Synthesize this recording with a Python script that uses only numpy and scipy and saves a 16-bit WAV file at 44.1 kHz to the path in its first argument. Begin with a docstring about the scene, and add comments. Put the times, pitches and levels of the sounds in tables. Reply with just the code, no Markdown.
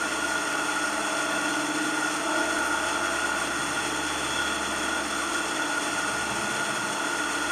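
"""A throbbing gear whine stands out first: an operating table's electric drive in a hard-walled room.
Whine, bearing song, frame drone and the hum of a pump with three strokes a turn are sines on one motor clock.
A noise rattle, partly repeated with every shaft turn, excites the resonances of the metal parts.
Filtered noise adds churning, rumble and bright friction hiss; random clicks make the rasp and ticks."""
import sys
import numpy as np
from scipy import signal
from scipy.fft import rfft, irfft, next_fast_len
from scipy.io import wavfile
from scipy.ndimage import uniform_filter1d

SR = 44100
rng = np.random.default_rng(int(sys.argv[2]) if len(sys.argv) > 2 else 0)


def dump(signal):
    """Clip the signal to [-1, 1] and save it as 16-bit WAV at the path in sys.argv[1]."""
    limited = np.clip(np.atleast_2d(signal).T, -1, 1)
    pcm = np.round(limited * 32767).astype(np.int16)
    wavfile.write(sys.argv[1], SR, pcm)


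N = 331191  # samples

SHAFT_HZ = 23.27
STROKES_PER_TURN = 3


def drive(clock, grip):
    """Common excitation: one rattle shakes every part; housing and bearings also follow the grip."""
    # Resonances of the housing. Each row: frequency in Hz, width in Hz, level in dB.
    housing_modes = [(193, 27, -53), (345, 34, -50), (414.7, 45, -47.5), (1794, 160, -41.5),
                     (2685, 140, -43.5)]
    shake = rattle(clock, repeat=0.14, throb_db=-1.0, grain_db=1.0, wet_db=-7.5)
    gripped = resonate(shake, housing_modes) + bearings(clock, shake)
    ungripped = gears(clock, shake) + base_pan(clock, shake) + frame(clock, shake)
    return grip * gripped + ungripped


def gears(clock, shake):
    """Gear meshing: the whine and a cluster of weaker mesh tones over the gearbox's resonances."""
    # Resonances of the gearbox. Each row: frequency in Hz, width in Hz, level in dB.
    gear_modes = [(1282, 334, -38.5), (1433, 83, -40)]
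    # Weaker mesh tones. Each row: frequency in Hz, level in dB before the lift below.
    gear_tones = [(1026, -54), (1096, -59), (1131, -53.5), (1178, -59), (1201, -54), (1263, -55),
                  (1282, -53.5), (1304, -56), (1324, -49), (1345, -53), (1360, -50.5), (1375, -53),
                  (1424, -53)]
    # Slow swell of both. Each row: time in seconds, relative level in dB before deepening.
    gear_level = [(0, -30.5), (0.7, -29), (1.8, -30), (3.0, -27.5), (3.8, -30), (4.7, -30), (5.3, -29.5),
                  (5.7, -30.5), (6.6, -29.5), (7.51, -30)]
    level_db, = in_time(gear_level)
    mesh = tones(clock, gear_tones, waver_db=4.0, waver_rate=4.4, phase_jitter=0.8)
    body = resonate(shake, gear_modes) + from_db(4.0) * mesh
    return swelling(level_db, depth=1.1, flutter_db=0.3) * body + whine(clock)


def whine(clock):
    """Modulation of the strongest mesh tones: they waver finely in pitch and throb together."""
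    # Strongest mesh tones. Each row: frequency in Hz, level in dB before the lift below.
    whine_tones = [(1401, -40), (1412, -47.5), (1429, -51), (1441, -40), (1460, -44.5)]
    # Uneven throb, about three a second. Each row: time in seconds, relative level in dB before deepening.
    whine_level = [(0, -23.5), (0.11, -32.5), (0.22, -28.5), (0.45, -28.5), (0.62, -30), (0.81, -27.5),
                   (0.95, -31.5), (1.12, -33), (1.2, -26), (1.32, -32.5), (1.46, -26), (1.64, -33),
                   (2.08, -27.5), (2.22, -34), (2.36, -27.5), (2.48, -31), (2.73, -27), (2.81, -31),
                   (2.95, -29.5), (3.35, -30), (3.95, -33.5), (4.05, -29.5), (4.3, -37), (4.39, -28),
                   (4.55, -33), (4.65, -29), (4.8, -38), (4.93, -26), (5.03, -36), (5.35, -26.5),
                   (5.5, -38), (5.62, -29.5), (5.7, -36), (5.77, -27), (5.84, -32.5), (5.97, -29),
                   (6.38, -32.5), (6.55, -32.5), (6.73, -31), (6.83, -34), (6.92, -33.5), (7.18, -28.5),
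                   (7.33, -31.5), (7.51, -28)]
    throb_db, = in_time(whine_level)
    lines = tones(clock, whine_tones, waver_db=1.5, waver_rate=4.0, phase_jitter=0.84)
    # The beats between the lines are evened out, so the throb comes from the curve.
    even = np.std(lines) * levelled(lines, window_s=0.17)
    return from_db(1.5) * swell(1.3 * throb_db) * even


def base_pan(clock, shake):
    """Plate resonance: the sheet-metal pan rings in a lower and an upper range, which swell separately."""
    # Resonances of the pan. Each row: frequency in Hz, width in Hz, level in dB.
    pan_modes = [(664, 46, -44), (867, 106, -41.5)]
    # Steady tones of the pan. Each row: frequency in Hz, level in dB before the lift below.
    pan_tones = [(558, -58), (629, -47), (637, -56), (668, -52.5), (685, -53), (837, -48.5), (854, -53),
                 (898, -53), (901, -46), (907, -55), (914, -55), (937, -56)]
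    # Slow swell. Each row: time in seconds, then relative level in dB before scaling by depth,
    # first for the range below the split, then for the range above it.
    pan_level = [(0, -42, -41), (0.3, -37, -36), (0.6, -40.5, -38.5), (1.2, -35, -38), (1.5, -36.5, -36.5),
                 (1.75, -40, -39), (2.1, -40, -38.5), (2.35, -32.5, -34.5), (2.53, -33.5, -36.5),
                 (2.68, -34.5, -33), (2.86, -36, -32), (3.05, -36.5, -38), (3.3, -36.5, -35.5),
                 (3.65, -44, -41), (3.85, -42, -36.5), (4.6, -40, -40), (5.1, -41, -38), (5.3, -42, -44),
                 (5.55, -42, -36), (5.9, -39.5, -38), (6.5, -39, -38.5), (7.51, -42, -38.5)]
    split_hz = 760
    low_db, high_db = in_time(pan_level)
    out = 0
    for level_db, upper in ((low_db, False), (high_db, True)):
        modes = [row for row in pan_modes if (row[0] > split_hz) == upper]
        rows = [row for row in pan_tones if (row[0] > split_hz) == upper]
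        lines = tones(clock, rows, waver_db=1.3, waver_rate=1.44, phase_jitter=0.38)
        ring = resonate(shake, modes) + from_db(0.5) * lines
        out = out + swelling(level_db, depth=0.97, flutter_db=0.7) * ring
    return out


def bearings(clock, shake):
    """Narrow-band resonance: thin high tones come and go over a ring excited by the rattle."""
    # Resonance of the bearings. Each row: frequency in Hz, width in Hz, level in dB.
    bearing_modes = [(3382, 206, -41.5)]
    # Thin tones. Each row: frequency in Hz, level in dB before the lift below.
    bearing_tones = [(2539, -56), (2642, -58), (2702, -57), (3292, -57), (3333, -53.5), (3403, -57),
                     (3424, -57), (3473, -57), (3496, -58)]
    # Slow swell. Each row: time in seconds, relative level in dB before scaling by depth.
    bearing_level = [(0, -40.5), (1.6, -41), (2.7, -39.5), (3.6, -41), (4.05, -39), (4.55, -36.5),
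                     (5.0, -39), (5.4, -39), (5.8, -41.5), (6.9, -42), (7.51, -40)]
    level_db, = in_time(bearing_level)
    lines = tones(clock, bearing_tones, waver_db=3.5, waver_rate=4.5, phase_jitter=0.7)
    song = resonate(shake, bearing_modes) + from_db(3.5) * lines
    return swelling(level_db, depth=0.81, flutter_db=0.5) * song


def frame(clock, shake):
    """Structure-borne sound: the steel frame drones on two main tones amid weaker lines and a resonance."""
    # Resonance of the frame. Each row: frequency in Hz, width in Hz, level in dB.
    frame_modes = [(304.5, 43, -43.5)]
    # Weaker lines. Each row: frequency in Hz, level in dB.
    frame_tones = [(264, -54.5), (302, -55), (326, -50), (335, -53.5), (343, -45)]
    # Slow swell of resonance and lines. Each row: time in seconds, relative level in dB before scaling.
    frame_level = [(0, -40), (0.3, -39.5), (0.55, -44), (1.05, -46.5), (1.75, -38), (2.05, -43.5),
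                   (2.3, -33.5), (2.65, -38), (3.7, -39.5), (4.2, -40.5), (4.75, -36.5), (5.5, -40),
                   (6.55, -40), (7.3, -38.5), (7.51, -39)]
    # The two main drones swell and fade separately. Each row: time in seconds, level in dB.
    low_drone = [(0, -45.5), (0.6, -42.5), (1.1, -43), (1.65, -36), (2.05, -43), (2.55, -46), (2.8, -47.5),
                 (3.35, -43.5), (3.8, -44), (4.6, -50), (5.1, -44), (5.45, -49.5), (5.75, -39), (6.4, -52),
                 (7.3, -41), (7.51, -45)]
    high_drone = [(0, -46), (0.8, -41), (1.25, -43), (1.55, -37), (1.85, -33.5), (2.1, -39.5),
                  (2.55, -38.5), (3.1, -59), (3.95, -40.5), (4.7, -51), (5.6, -45.5), (6.7, -54),
                  (7.51, -46.5)]
    level_db, = in_time(frame_level)
    lines = tones(clock, frame_tones, waver_db=2.0, waver_rate=2.1, phase_jitter=0.25)
    body = swelling(level_db, depth=0.84, flutter_db=0.7) * (resonate(shake, frame_modes) + lines)
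    return body + drone(clock, 293, low_drone) + drone(clock, 310, high_drone)


def pump(clock):
    """Harmonic series: the pressure strokes hum low, with two overtones that swell in turn."""
    # Levels of the first three harmonics. Each row: time in seconds, level in dB.
    hum_first = [(0.0, -57), (0.29, -53.5), (0.5, -68), (1.02, -57.5), (1.15, -70), (1.36, -56),
                 (1.57, -73), (2.15, -65), (2.63, -53), (3.0, -53), (3.8, -53.5), (4.15, -50), (4.85, -51),
                 (5.5, -59), (5.68, -64), (6.3, -51), (6.92, -76), (7.08, -61), (7.51, -54)]
    hum_second = [(0, -57), (0.35, -59), (0.7, -58), (1.05, -63), (1.35, -54), (1.9, -53.5), (2.2, -61.5),
                  (2.65, -63), (3.0, -55), (3.25, -62), (3.6, -54), (4.25, -51), (4.8, -61), (5.25, -65),
                  (5.65, -55), (5.9, -65), (6.35, -61), (7.51, -59)]
    hum_third = [(0, -56), (0.2, -50), (0.7, -64), (0.97, -45), (1.2, -58.5), (1.45, -47), (1.95, -68),
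                 (2.4, -53), (3.75, -60), (4.0, -65), (4.7, -46), (4.9, -52.5), (5.1, -48.5), (5.7, -63),
                 (6.0, -54), (6.6, -46.5), (6.9, -50), (7.51, -60)]
    stroke_hz = STROKES_PER_TURN * SHAFT_HZ
    curves = (hum_first, hum_second, hum_third)
    return sum(drone(clock, k * stroke_hz, curve) for k, curve in enumerate(curves, 1))


def friction(clock, grip):
    """Broadband friction noise: churning of the mechanism, a low rumble and the hiss of sliding surfaces."""
    # Spectra of the three noises. Each row: frequency in Hz, relative density in dB per Hz.
    churn_colour = [(20, -40), (100, -7.5), (200, -8), (400, 2), (520, 1), (750, 4.5), (1100, 2),
                    (1650, -2), (2200, -5.5), (2850, -6), (3100, -9), (3400, -18), (4200, -45), (8000, -33)]
    rumble_colour = [(20, -34), (35, -30), (48, -26), (90, -16), (125, 3.5), (160, -9), (190, 2),
                     (260, -5.5), (600, -46)]
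    hiss_colour = [(2500, -18), (4150, -0.5), (5000, -9), (5200, -0.5), (5600, 2.5), (5850, -3),
                   (6200, -2.5), (6450, 3.5), (6750, 4), (6900, 3.5), (7080, 2.5), (7400, 1.5), (8100, -6),
                   (8400, 3.5), (8750, 1), (8940, 3.5), (9150, -3.5), (9700, -5), (9950, -11),
                   (12000, -15.5), (15000, -26.5)]
    # Upwellings of the rumble. Each row: centre in seconds, half length in seconds, level in dB.
    upwellings = [(3.68, 0.19, -49), (4.4, 0.15, -58), (4.75, 0.034, -51), (5.99, 0.069, -49),
                  (6.38, 0.2, -44), (6.68, 0.044, -52), (6.89, 0.08, -47)]
    mechanism = rattle(clock, repeat=0.14, throb_db=0.0, grain_db=0.0, wet_db=-6.5)
    churn = from_db(-36.5) * coloured(mechanism, churn_colour)
    rumble_gain = from_db(-64.5) + bumps(upwellings)  # steady bed plus upwellings
    rumble = rumble_gain * coloured(rng.standard_normal(N), rumble_colour)
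    sliding = rattle(clock, repeat=0.026, throb_db=-0.2, grain_db=0.83, wet_db=-7.0)
    hiss = from_db(-36.5) * coloured(sliding, hiss_colour)
    return grip * (churn + hiss) + rumble


def rasp(grip):
    """Granular friction: coarse grains from the sliding surfaces grow with the grip and briefly surge."""
    # Surges. Each row: centre in seconds, half length in seconds, level in dB before halving.
    surges = [(0.88, .015, -44), (1.96, 0.013, -45), (2.86, 0.018, -44), (4.06, .02, -40),
              (4.25, 0.013, -42), (6.65, .012, -45)]
    # Spectrum of the grains. Each row: frequency in Hz, relative density in dB per Hz.
    rasp_colour = [(1000, -22), (1900, 0), (2400, 0), (3400, -0.5), (4500, -7), (6500, -4.5), (9000, -8),
                   (11000, -26), (15000, -35)]
    grains = room(contacts(rate=600, spread_db=2.5), t60=0.28, wet_db=0.5)
    gain = from_db(-42) * grip ** 2 + bumps(surges) / 2
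    return gain * coloured(grains, rasp_colour)


def scuffs():
    """Noise bursts: brief soft brushes in the top of the treble."""
    # Each row: centre in seconds, half length in seconds, level in dB.
    brushes = [(2.665, .028, -49), (4.74, .015, -54)]
    colour = [(4000, -20), (10000, 4), (15000, -5), (17000, -30)]  # Hz, dB per Hz
    return bumps(brushes) * coloured(rng.standard_normal(N), colour)


def ticks():
    """Impulsive contact: single sharp snaps at random moments, about sixteen a second."""
    # Spectrum of the snaps. Each row: frequency in Hz, relative density in dB per Hz.
    tick_colour = [(300, 1), (1500, -8), (7000, -6), (9000, 0.5), (11000, -13), (15000, -26)]
    return from_db(-54) * coloured(contacts(rate=16, spread_db=5), tick_colour)


def rattle(clock, repeat, throb_db, grain_db, wet_db):
    """Cyclic noise: dense uneven contacts throb with the strokes; a power share repeats with every turn."""
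    turns = SHAFT_HZ * clock
    one_turn = irfft(np.exp(2j * np.pi * rng.random(round(SR / SHAFT_HZ))))  # flat spectrum, random phase
    repeated = rms_one(np.interp(turns % 1, np.linspace(0, 1, len(one_turn)), one_turn))
    loose = rms_one(rng.standard_normal(N) * from_db(grain_db * drift(46)))
    share = np.clip(repeat, 0, 1)
    mixed = np.sqrt(share) * repeated + np.sqrt(1 - share) * loose
    stroke = from_db(throb_db * np.cos(2 * np.pi * STROKES_PER_TURN * turns))
    return room(mixed * stroke, t60=0.21, wet_db=wet_db)


def contacts(rate, spread_db):
    """Random impulses: clicks at chance moments (rate per second), of uneven size and either sign."""
    born = rng.random(N) < rate / SR
    size = from_db(spread_db * rng.uniform(-1.3, 1.3, N))
    return born * size * rng.choice([-1, 1], N)


def motor_time(wobble, rate):
    """Speed fluctuation: time as the motor counts it, its speed wavering very slightly."""
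    return np.cumsum(1 + wobble * drift(rate)) / SR


def tones(clock, table, waver_db, waver_rate, phase_jitter):
    """Amplitude and phase modulation: lines on the motor clock each fade and wander on their own."""
    out = 0
    for hz, level_db in table:
        phase = 2 * np.pi * (hz * clock + rng.random()) + phase_jitter * drift(waver_rate)
        fade = swell(waver_db * drift(waver_rate))
        out = out + from_db(level_db) * fade * np.sqrt(2) * np.sin(phase)
    return out


def drone(clock, hz, curve):
    """Pure tone: one clean line locked to the motor clock, on its level curve."""
    level_db, = in_time(curve)
    return from_db(level_db) * np.sqrt(2) * np.sin(2 * np.pi * (hz * clock + rng.random()))


def resonate(x, modes):
    """Parallel resonances, each passed twice so that the valleys between them stay dark."""
    out = 0
    for hz, width, level_db in modes:
        # One pass is 1.55 times too wide; the second narrows it to the stated width.
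        b, a = signal.iirpeak(hz, hz / (1.55 * width), fs=SR)
        once = signal.lfilter(b, a, x)
        out = out + from_db(level_db) * rms_one(signal.lfilter(b, a, once))
    return out


def room(x, t60, wet_db):
    """Reverberation: direct sound plus a dense, exponentially dying tail from the bare walls; rms 1."""
    t = np.arange(SR // 2) / SR
    tail = rng.standard_normal(len(t)) * from_db(-60 * t / t60)
    wet = signal.fftconvolve(x, tail / np.linalg.norm(tail))[:N]
    return rms_one(x + from_db(wet_db) * wet)


def coloured(x, spectrum):
    """Spectral shaping: weight x by a curve of dB over log frequency; rms 1."""
    size = next_fast_len(N)
    hz, level_db = np.transpose(spectrum)
    bins = np.maximum(np.arange(size // 2 + 1) * SR / size, 1)
    gain = from_db(np.interp(np.log(bins), np.log(hz), level_db))
    return rms_one(irfft(rfft(x, size) * gain, size)[:N])


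def swelling(level_db, depth, flutter_db):
    """Slow modulation: a gain of rms 1 from a level curve scaled by `depth`, plus a chance flutter."""
    return swell(depth * level_db + flutter_db * drift(3))


def swell(level_db):
    """Normalised envelope: a level curve as a gain of rms 1."""
    return rms_one(from_db(level_db))


def bumps(rows):
    """Gaussian envelopes: one bell-shaped rise and fall per row, its half length the standard deviation."""
    t = np.arange(N) / SR
    return sum(from_db(level_db) * np.exp(-.5 * ((t - s) / length) ** 2) for s, length, level_db in rows)


def drift(rate):
    """Low-passed noise: slow chance of rms 1, changing about `rate` times a second."""
    # Drawn once every 100 samples through two equal poles; the first 1000 values let the filter settle.
    r = np.exp(-200 * np.pi * rate / SR)
    noise = rng.standard_normal(N // 100 + 1002)
    slow = signal.lfilter([1], [1, -2 * r, r * r], noise)[1000:]
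    return np.interp(np.arange(N) / 100, np.arange(len(slow)), rms_one(slow))


def levelled(x, window_s):
    """Automatic gain: divide x by its running rms."""
    power = uniform_filter1d(x ** 2, size=max(int(window_s * SR), 1))
    return x / np.sqrt(power + 1e-12)


def in_time(rows):
    """Linear interpolation: the columns of a curve at every sample."""
    s, *columns = np.transpose(rows)
    return [np.interp(np.arange(N) / SR, s, c) for c in columns]


def from_db(db):
    """Logarithmic level: decibels to amplitude gain."""
    return 10 ** (np.asarray(db) / 20)


def rms_one(x):
    """Power normalisation: scale to rms 1."""
    return x / np.sqrt(np.mean(x ** 2) + 1e-20)


def scene():
    """Superposition: the sounds of one drive straight ahead add up, alike in both channels."""
    clock = motor_time(wobble=.0004, rate=.8)
    grip = swell(0.46 * drift(16))  # the sliding surfaces grip and ease: spread in dB, rate per second
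    machine = drive(clock, grip) + pump(clock)
    noises = friction(clock, grip) + rasp(grip) + scuffs() + ticks()
    mono = machine + noises
    return np.array([mono, mono])


def record(dry):
    """Linear filtering: a few narrow dips in the treble and a steep cut of the top."""
    # Each row: centre in Hz, width in Hz at half the dB depth, depth in dB.
    treble_dips = [(3910, 81, -14), (3690, 112, -15.5), (7550, 330, -13.5), (11460, 200, -7)]
    cutoff_hz = 15100
    for hz, width, depth_db in treble_dips:
        half_depth = from_db(depth_db / 2)
        b, a = signal.iirpeak(hz, hz / width * half_depth, fs=SR)
        dry = dry + (from_db(depth_db) - 1) * signal.lfilter(b, a, dry)
    low_pass = signal.ellip(12, .1, 90, cutoff_hz, fs=SR, output="sos")
    return signal.sosfilt(low_pass, dry)


dry = scene()
out = record(dry)
dump(out)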